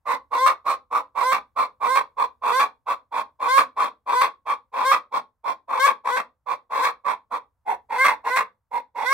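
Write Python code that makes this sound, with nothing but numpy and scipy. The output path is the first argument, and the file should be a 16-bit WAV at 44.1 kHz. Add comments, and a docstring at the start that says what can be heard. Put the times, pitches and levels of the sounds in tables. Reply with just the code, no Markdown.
"""Cackling hen in a nest box

A hen cackles in a wooden nest box inside a small shed: short hoarse clucks alternate with longer calls.
Her syrinx is a pulse source: it beats irregularly, in most long calls locks into a clean rising note, then breaks up.
Resonances of chest, throat and beak filter the pulses, and a noisy rasp lies on top.
Slat echoes comb the treble, decaying noise makes the shed's answer, and shaped noise a very quiet background."""
import sys
import numpy as np
from scipy import signal
from scipy.fft import rfft, irfft, next_fast_len
from scipy.io import wavfile
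from scipy.ndimage import uniform_filter1d, map_coordinates

SR = 44100
rng = np.random.default_rng(int(sys.argv[2]) if len(sys.argv) > 2 else 0)


def transcribe(signal):
    """Save signal, clipped to [-1, 1], as a 16-bit WAV file at the path in sys.argv[1]."""
    frames = np.atleast_2d(signal).T
    limited = np.clip(frames, -1, 1)
    pcm = np.round(limited * 32767).astype(np.int16)
    wavfile.write(sys.argv[1], SR, pcm)


N = 402633
TIME = np.arange(N) / SR

# short clucks: start t/s, length t/s, crest as share of the length, level/dB,
# beak re throat level/dB, rasp re throat level/dB, throat resonance f/Hz
CLUCKS = [ (0.054, 0.12, .55, -22.5, -10.5, -21.5, 1064), (0.648, 0.11, 0.46, -20.5, -12.5, -20.5, 1095),
          (0.907, 0.11, .52, -20.5, -15.5, -25.5, 1110), (1.558, 0.11, 0.35, -20.5, -13, -21.5, 1093),
          (2.167, 0.099, 0.54, -22, -13.5, -23, 1056), (2.861, 0.091, .55, -21.5, -13, -23, 1075),
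          (3.114, .12, .6, -23.5, -12, -21.5, 1047), (3.761, 0.13, .46, -20.5, -12, -21, 1075),
          (4.456, 0.097, .55, -22.5, -11, -22.5, 1052), (5.116, 0.087, 0.57, -22, -14, -22.5, 1040),
          (5.438, .102, .52, -24, -13.5, -23.5, 1012), (6.461, .099, 0.56, -24.5, -12.5, -24, 1054),
          (7.042, 0.11, 0.46, -22.5, -10, -23.5, 1047), (7.304, .084, .55, -25, -13, -25, 1048),
          (7.656, 0.1, 0.54, -22.5, -13.5, -30, 862.7), (8.710, 0.099, 0.57, -26.5, -12.5, -25.5, 926), ]
# long calls: a hoarse lead-in, usually a clean note, and a loud break;
# the one at 6.70 s stays almost wholly hoarse, its note lasting only 13 ms:
# start t/s, note begins t/s, note breaks t/s, end t/s, lead-in level/dB, top of the note level/dB,
# break level/dB, ring of the leap level/dB, beak re throat level/dB, rasp re throat level/dB,
# lead-in throat f/Hz, leap throat f/Hz, first pitch f/Hz, top pitch f/Hz, bend (1 = straight climb)
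LONG_CALLS = [ (0.309, 0.382, 0.461, 0.535, -22, -20, -17.5, 5.5, -10, -21, 1067, 1149, 488.3, 534, 2.2),
              (1.149, 1.238, 1.317, 1.390, -22, -20.5, -19.5, 3, -7, -19.5, 1056, 1127, 493.1, 523, 2.4),
              (1.803, 1.885, 1.955, 2.025, -21.5, -19.5, -18, 2, -10, -21.5, 1055, 1120, 489, 530.1, 3),
              (2.417, 2.526, 2.594, 2.670, -21, -18, -18, 4.5, -8, -21, 1067, 1162, 479.7, 534, 1.81),
              (3.393, 3.483, 3.573, 3.640, -23, -16, -15, 0.5, -9.5, -21, 1024, 1142, 495, 547, 1.44),
              (4.061, 4.152, 4.210, 4.285, -22, -20, -18, 2.5, -7.5, -19, 1051, 1115, 491.1, 508, 2.13),
              (4.723, 4.85, 4.915, 4.985, -23.5, -17.5, -18, 7.5, -5.5, -20, 1028, 1198, 505, 538.7, 3.96),
              (5.679, 5.796, 5.862, 5.925, -23.5, -13, -16, 1.5, -8, -22.5, 1023, 1092, 511, 569, 1.126),
              (6.04, 6.112, 6.162, 6.225, -21.5, -22, -21, -6.5, -5.5, -21.5, 1041, 1061, 485.5, 513.7, 1.8),
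              (6.699, 6.823, 6.836, 6.915, -22.5, -21.5, -19.5, 0.5, -4.5, -19.5, 1038, 1105, 504.7, 514.6, 1.426),
              (7.891, 7.982, 8.043, 8.145, -25, -19.5, -16.5, -2.5, 3, -21, 931, 1250, 497.5, 535.1, 2.02),
              (8.237, 8.303, 8.359, 8.435, -22.5, -23, -18, -6.5, 1.5, -21.5, 1008, 1100, 479.9, 519.4, 2.09),
              (8.946, 9.057, 9.126, 9.200, -26, -19, -15, 1.5, -2.5, -20.5, 926, 1170, 484.2, 550.7, 1.25),
              ]


def amp(db):
    """Level to amplitude: 20 dB is a factor of ten."""
    return 10 ** (np.asarray(db) / 20)


def unit(x):
    """Normalisation to an rms of 1."""
    return x / np.sqrt(np.mean(x ** 2) + 1e-20)


def along(points, hz):
    """Interpolation of (f/Hz, value) points on a logarithmic frequency axis."""
    f, value = np.transpose(points)
    return np.interp(np.log(hz + 1), np.log(f + 1), value)


def curves(rows):
    """Linear interpolation in time: one value per sample for each column after t/s."""
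    seconds, *columns = np.transpose(rows)
    return [np.interp(TIME, seconds, column) for column in columns]


def gate(tables, edge):
    """Gating: 1 while one of the tables runs, else 0, with ramps of edge seconds."""
    inside = sum((TIME >= rows[0][0]) & (TIME <= rows[-1][0]) for rows in tables)
    ramped = uniform_filter1d(np.minimum(inside, 1.), max(1, int(edge * SR)))
    return np.clip(ramped, 0, 1)


def trailing(x, seconds):
    """Exponential relaxation: drops of x are drawn out with this time constant."""
    fade = np.exp(-1 / (seconds * SR))
    relaxed = signal.lfilter([1 - fade], [1, -fade], x)
    return np.clip(np.maximum(x, relaxed), 0, 1)


def wobble(rate):
    """Band-limited fluctuation: a smooth random curve with rate knots a second."""
    knots = rng.standard_normal(int(N * rate / SR) + 4)
    return map_coordinates(knots, [TIME * rate])


def filtered(x, response):
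    """Linear filtering: the spectrum of x times a response of frequency."""
    m = next_fast_len(N + SR // 2)
    return irfft(rfft(x, m) * response(np.fft.rfftfreq(m, 1 / SR)), m)[..., :N]


def coloured(x, spectrum, size=4096):
    """Minimum-phase filtering: the folded cepstrum gives a causal filter with this spectrum."""
    gain = amp(along(spectrum, np.fft.rfftfreq(size, 1 / SR)))
    cepstrum = irfft(np.log(gain))
    cepstrum[1:size // 2] *= 2
    cepstrum[size // 2 + 1:] = 0
    impulse_response = irfft(np.exp(rfft(cepstrum)))
    return signal.oaconvolve(x, impulse_response)[:N]


def resonate(x, centre_hz, width_hz):
    """A damped resonance by heterodyning: its centre may move, and its gain there is 1."""
    turn = np.exp(2j * np.pi * np.cumsum(centre_hz) / SR)
    pole = np.exp(-np.pi * width_hz / SR)
    return 2 * np.real(turn * signal.lfilter([1 - pole], [1, -pole], x / turn))


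def steady(x, span):
    """Level control: the rms over span seconds is held near 1; faster flutter stays."""
    power = uniform_filter1d(uniform_filter1d(x ** 2, int(span * SR)), int(span * SR / 2))
    return x / np.sqrt(np.abs(power) + 1e-12)


def brighten(x, gain_db):
    """High-shelf filtering: the treble rises or falls by a moving gain."""
    treble_hz = 5200
    treble = filtered(x, lambda hz: hz ** 6 / (hz ** 6 + treble_hz ** 6))
    return x + (amp(gain_db) - 1) * treble


def hen(spread=0.061, clean_hollow_hz=2640, treble_lock=0.91):
    """Source-filter principle: the syrinx, hoarse or locked, sounds through chest, throat and beak."""
    # fixed parts of the voice: f/Hz, relative spectrum level/dB
    chest_spectrum = [(100, -30), (190, -15), (270, -8), (385, -13), (440, -4), (490, 1), (560, -1),
                      (670, 0), (750, 1), (820, 6), (900, -2), (1400, -45)]
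    beak_spectrum = [(900, -38), (1300, -4.5), (1500, 6.5), (1830, 4), (2100, 1.5), (2350, -1.5),
                     (2750, -3), (3100, -15), (3800, -42.5)]
    rasp_spectrum = [(2000, -48.5), (2900, 6), (3400, 12.5), (3800, 8), (4250, 9.5), (4800, 2), (5700, 2),
                     (6300, -6.5), (7500, -6.5), (8800, -3.5), (10800, -15), (12500, -9), (15500, -12)]
    # neck stretch: t/s, antiresonance f/Hz, its depth before filling in (0-1), beak resonance f/Hz
    neck = [(0, 3280, .75, 1970), (.7, 3240, .75, 2320), (1.6, 3160, .75, 2280), (2.5, 2975, .85, 2379),
            (3.6, 2990, .97, 2373), (5.7, 2928, 1, 2329), (6.5, 3002, .95, 2301), (7.3, 2870, .95, 2270),
            (7.7, 2939, .9, 2055), (8.3, 3151, .85, 2077), (9.1, 3138, .8, 2100)]
    flutter_db, flutter_per_s, wander_hz = 1.16, 90, 26  # of the hoarse throat tone
    gap_drop_hz, gap_fills_per_db = 250, 0.4  # lower on a clean note, shallower when she is loud

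    parts, notes = gestures()
    controls = np.array(curves(np.vstack(parts)))
    level_db, beak_db, rasp_db, throat_hz, ring_db = uniform_filter1d(controls, size=160)
    note_hz, = curves([(s, hz / 2) for s, *_, hz, ring in np.vstack(notes)])
    gap_hz, gap_depth, beak_hz = curves(neck)

    # a note gathers out of the hoarseness and crumbles as it breaks
    on_note = gate(notes, edge=0.005)
    gathering = trailing(on_note[::-1], seconds=0.006)[::-1]
    crumbling = trailing(on_note, seconds=0.010)
    locked = np.maximum(gathering, crumbling)

    # the throat stays tuned near the second harmonic
    leaving_note = (crumbling > gathering) * (1 - on_note)
    pitch_hz = note_hz + leaving_note * (throat_hz / 2 - note_hz)
    throat_hz = throat_hz + wander_hz * (1 - locked) * wobble(flutter_per_s)
    hoarse = hoarse_beats(throat_hz / 2, jitter=.24, scatter_db=2.5, flutter_db=1.6, air=0.97)
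    clean = clean_beats(pitch_hz, jitter=.005, air=0.11)
    # a clean note is hollow around its fifth harmonic
    clean = clean - .85 * resonate(clean, np.full(N, clean_hollow_hz), width_hz=920)

    def voice(tract, hoarse_db, clean_db, lock=1):
        """Power-preserving crossfade of both kinds of beating through one part of the tract."""
        share = np.clip(lock, 0, 1) * locked
        hoarse_part = amp(hoarse_db) * steady(tract(hoarse), 0.022)
        clean_part = amp(clean_db) * steady(tract(clean), 0.026)
        return np.sqrt(1 - share) * hoarse_part + np.sqrt(share) * clean_part

    def throat_tract(x):
        """Coupled resonances: two close ones in series give a flat top with steep sides."""
        lower = resonate(x, throat_hz * (1 - spread), width_hz=110)
        return resonate(lower, throat_hz * (1 + spread), width_hz=77)

    def beak_tract(x):
        """A moving beak resonance stands out of a fixed spectrum."""
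        return coloured(x + 2.0 * resonate(x, beak_hz, width_hz=150), beak_spectrum)

    throat = voice(throat_tract, hoarse_db=0.76, clean_db=0)
    beak = voice(beak_tract, hoarse_db=0.0, clean_db=-2.5)
    rasp = voice(lambda x: coloured(x, rasp_spectrum), hoarse_db=1.0, clean_db=-2.0, lock=treble_lock)
    chest = voice(lambda x: coloured(x, chest_spectrum), hoarse_db=-11.0, clean_db=-10.0)
    # the top of the rasp grows faster than the voice, and a clean note is brighter still
    rasp = brighten(rasp, -0.5 + 0.77 * (level_db + 16.5) + 5 * locked)
    # the low part grows more slowly than the rest as she pushes harder, and thins as a note climbs
    chest_db = -.25 * (level_db + 25.5) - 0.16 * on_note * (pitch_hz - 510)
    ring_db = ring_db + flutter_db * (1 - locked) * wobble(flutter_per_s)
    mix = amp(ring_db) * throat + amp(chest_db) * chest + amp(beak_db) * beak + amp(rasp_db) * rasp
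    call = gate(parts, edge=0.012) * amp(level_db) * mix

    # two close antiresonances cut a gap near 3 kHz
    gap_hz = gap_hz - gap_drop_hz * locked
    gap_depth = np.clip(gap_depth - gap_fills_per_db * np.maximum(level_db + 20, 0), 0, 1)
    for notch_hz in (gap_hz - 45, gap_hz + 65):
        call = call - gap_depth * resonate(call, notch_hz, width_hz=230)
    # a small body radiates hardly any bass
    return signal.sosfilt(signal.butter(3, 190, "high", fs=SR, output="sos"), call)


def hoarse_beats(rate_hz, jitter, scatter_db, flutter_db, air):
    """Irregular vibration: pulses uneven in time and strength, each with a puff of turbulence."""
    cycles = np.cumsum(rate_hz * np.exp(jitter * wobble(420))) / SR
    strength = amp(scatter_db * wobble(380) + flutter_db * wobble(120))
    beats = np.diff(np.floor(cycles), prepend=0) * strength
    puffs = signal.lfilter([1], [1, -np.exp(-1 / (0.0013 * SR))], beats)  # 1.3 ms decay
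    turbulence = unit(puffs * rng.standard_normal(N))
    return unit(unit(beats) + air * turbulence)


def clean_beats(pitch_hz, jitter, air, count=30):
    """Periodic vibration: nearly even pulses hold count equal harmonics, with a trace of turbulence."""
    phase = 2 * np.pi * np.cumsum(pitch_hz * (1 + jitter * wobble(250))) / SR
    # closed form of a sum of cosines
    stack = np.divide(np.sin((count + .5) * phase), 2 * np.sin(phase / 2)) - .5
    return unit(stack) + air * rng.standard_normal(N)


def gestures():
    """Articulation: all parts in order, and the notes alone, as rows of control values.

    Columns: t/s, level/dB, beak level/dB, rasp level/dB, throat f/Hz, ring level/dB.
    """
    cluck_rise_db, cluck_fall_db = 11.5, 17.5
    lead_shape = (.62, 12, 0.5)  # crest share, rise and fall in dB: a lead-in hardly falls
    parts = [hoarse_burst(start, length, (crest, cluck_rise_db, cluck_fall_db), *tone)
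             for start, length, crest, *tone in CLUCKS]
    notes = []
    for (start, locks, breaks, end, lead_db, note_db, break_db, ring_db, beak_db, rasp_db,
         throat_hz, leap_hz, first_hz, top_hz, bend) in LONG_CALLS:
        lead_beak_db = -10 + .35 * beak_db  # the beak is only partly open in the lead-in
        parts.append(hoarse_burst(start, locks - start, lead_shape, lead_db,
                                  lead_beak_db, rasp_db - 3, throat_hz))
        notes.append(clean_note(locks, breaks, note_db, lead_beak_db, beak_db, rasp_db,
                                first_hz, top_hz, bend))
        parts.append(voice_break(breaks, end, break_db, ring_db, beak_db, rasp_db,
                                 2 * top_hz, leap_hz, throat_hz))
    return sorted(parts + notes, key=lambda rows: rows[0][0]), notes


def arch(share, crest, rise_db, fall_db):
    """Parabolic envelope: dB re crest of a swell and fade while share runs from 0 to 1."""
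    crest = np.clip(crest, .1, .9)
    rise = rise_db * (1 - share / crest) ** 2
    fall = fall_db * ((share - crest) / (1 - crest)) ** 2
    return -np.where(share < crest, rise, fall)


def hoarse_burst(start, length, shape, level_db, beak_db, rasp_db, throat_hz):
    """Onset transient of a cluck or lead-in: effort arches as the beak opens and the rasp grows."""
    onset_db, onset_s = 16.5, 0.0071  # soft start
    closed_db, opening_s = 8, .016  # the beak opens
    rasp_grows_db, throat_scoop_hz = 6, 34.82  # the throat resonance comes up from below
    share = np.linspace(0, 1, 64)
    t = share * length
    closed = np.exp(-t / opening_s)
    return np.column_stack([
        start + t,
        level_db + arch(share, *shape) - onset_db * np.exp(-t / onset_s),
        beak_db - closed_db * closed,
        rasp_db + rasp_grows_db * (share - .5),
        throat_hz - throat_scoop_hz * closed,
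        0 * t])


def clean_note(start, end, level_db, lead_beak_db, beak_db, rasp_db, first_hz, top_hz, bend):
    """Harmonic tuning: the throat rides on the second harmonic as pitch and loudness climb."""
    swell_db_per_hz, dulls_db_per_hz = 0.2, 0.2172  # the climb favours the throat over beak and rasp
    opening_s = 0.0071  # the beak opens further as the note takes hold
    share = np.linspace(0, 1, 64)
    t = share * (end - start)
    below_hz = (top_hz - first_hz) * (1 - share) ** max(bend, .5)
    return np.column_stack([
        start + t,
        level_db - swell_db_per_hz * below_hz,
        beak_db + (lead_beak_db - beak_db) * np.exp(-t / opening_s) + dulls_db_per_hz * below_hz,
        rasp_db + dulls_db_per_hz * below_hz,
        2 * (top_hz - below_hz),
        0 * t])


def voice_break(start, end, level_db, ring_db, beak_db, rasp_db, from_hz, leap_hz, rest_hz):
    """Register break: the throat jumps, mostly up, with a brief rise or dip in level, sags and dies away."""
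    fall_db, fall_power = 15.5, 2.23  # it dies away ever faster
    ring_s, sag_s, glide_s = 0.02, .04, .004  # time constants of the ring, the sag and the jump
    share = np.linspace(0, 1, 64)
    t = share * (end - start)
    dull_db = 6 * (share ** 2 - .2)  # beak and rasp fade sooner than the throat
    sag_hz = (leap_hz - rest_hz) * np.exp(-t / sag_s)
    glide_hz = (leap_hz - from_hz) * np.exp(-t / glide_s)
    return np.column_stack([
        start + t,
        level_db - fall_db * share ** fall_power,
        -4.5 + 0.35 * beak_db - dull_db,
        2 + rasp_db - dull_db,
        rest_hz + sag_hz - glide_hz,
        ring_db * np.exp(-t / ring_s)])


def ports(x, lag=.00005):
    """Interaural-type differences: the hen sits to the right, so the left port hears her later and duller."""
    # the head turns: t/s, left minus right level/dB
    head_turns = [(0, -4.5), (1.8, -2), (3.8, 0.5), (4.5, -0.3), (5.8, -1), (6.1, -1), (7.1, -2.3),
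                  (7.7, -1.5), (9.1, -4.5)]
    # the voice at the two microphone ports: f/Hz, left minus right level/dB
    port_difference = [(150, -3), (380, 7), (700, -5), (1200, 0), (2400, 0.5), (4400, 0), (8000, -16),
                       (15000, -7.5)]
    sign = np.array([[.5], [-.5]])  # left, right
    pan_db, = curves(head_turns)

    def response(hz):
        """Half of the level difference and half of the lag (s) at each port."""
        return amp(sign * along(port_difference, hz)) * np.exp(-2j * np.pi * hz * lag * sign)

    return amp(sign * pan_db) * filtered(x, response)


def calls():
    """Segmentation: (first, last) samples from just before each call to the next one."""
    starts = sorted(int(row[0] * SR) - 400 for row in [*CLUCKS, *LONG_CALLS])
    return list(zip(starts, starts[1:] + [N]))


def box(x, width_db=-10, glint_db=-6):
    """Comb filtering: the nest box widens the voice, and its slats comb the beamed treble into bands."""
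    side = amp(width_db) * slats(x, reach=.007)
    treble = signal.sosfilt(signal.butter(2, 3000, "high", fs=SR, output="sos"), x)
    glint = amp(glint_db) * np.array([slats(treble, reach=.005) for port in ("left", "right")])
    return ports(glint) + np.array([side, -side])


def slats(x, reach, count=8):
    """Early reflections within reach seconds; their paths change from call to call as the head moves."""
    out = np.zeros(N + SR)
    for first, last in calls():
        delays = rng.uniform(.0004, reach, count)
        polarities = rng.choice([-1, 1], count)
        for delay, polarity in zip(delays, polarities):
            out[first + int(delay * SR):][:last - first] += polarity * x[first:last] / np.sqrt(count)
    return out[:N]


def shed(x, delay=.004):
    """Diffuse reverberation: close walls answer with decaying noise that changes as the hen moves."""
    # decay of the shed: f/Hz, t60 t/s
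    decay_times = [(150, 0.34), (480, 0.19), (1040, 0.18), (2700, 0.15), (3600, 0.18), (7000, 0.13),
                   (15000, 0.1)]
    # strength of the walls' answer: f/Hz, level/dB
    wall_colour = [(200, 1), (500, 0), (900, -1.5), (3000, -0.5), (7000, 3.5), (15000, 2.5)]
    out = np.zeros((2, N + SR))
    for first, last in calls():
        hz, t, noise = signal.stft(rng.standard_normal((2, SR // 3)), SR, nperseg=256)
        decay = amp(-60 * t / along(decay_times, hz)[:, None])
        tail = signal.istft(noise * decay, SR, nperseg=256)[1]
        answer = signal.fftconvolve(x[None, first:last], tail / np.linalg.norm(tail[0]), axes=1)
        out[:, first + int(delay * SR):][:, :answer.shape[1]] += answer

    def response(hz):
        """Coherence: the ports are close together, so they hear nearly the same bass."""
        turn = np.pi / 4 * hz / (hz + 700)
        return amp(along(wall_colour, hz)) * np.array([np.cos(turn), np.sin(turn)])

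    mid, side = filtered(out[:, :N], response)
    return np.array([mid + side, mid - side])


def background(side_db=-8):
    """Spectrally shaped noise: a faint low rumble and hiss with a slowly moving level."""
    # f/Hz, relative spectrum level/dB
    noise_spectrum = [(20, -19), (45, -8), (62, -0.5), (90, -3.5), (120, -7), (170, -20), (400, -31),
                      (1000, -19.5), (3000, -44), (15000, -42.5)]
    # t/s, level/dB
    noise_level = [(0, -74), (2.8, -74.5), (5, -78), (7.3, -78), (8.2, -72.5), (8.7, -80)]
    level_db, = curves(noise_level)
    mid, side = filtered(rng.standard_normal((2, N)), lambda hz: amp(along(noise_spectrum, hz)))
    side = side * amp(side_db)
    return amp(level_db + wobble(2.4)) * unit(np.array([mid + side, mid - side]))


def scene():
    """Superposition of the hen, the answers of box and shed, and the background."""
    voice = hen()
    direct = ports(voice, lag=.000045)
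    reflections = box(voice, width_db=-5, glint_db=0.5) + amp(-8.5) * shed(voice)
    return direct + reflections + background()


def record(dry):
    """Band limitation: a steep elliptic low-pass removes what lies above 15750 Hz."""
    return signal.sosfilt(signal.ellip(10, .1, 80, 15750, fs=SR, output="sos"), dry)


dry = scene()
out = record(dry)
transcribe(out)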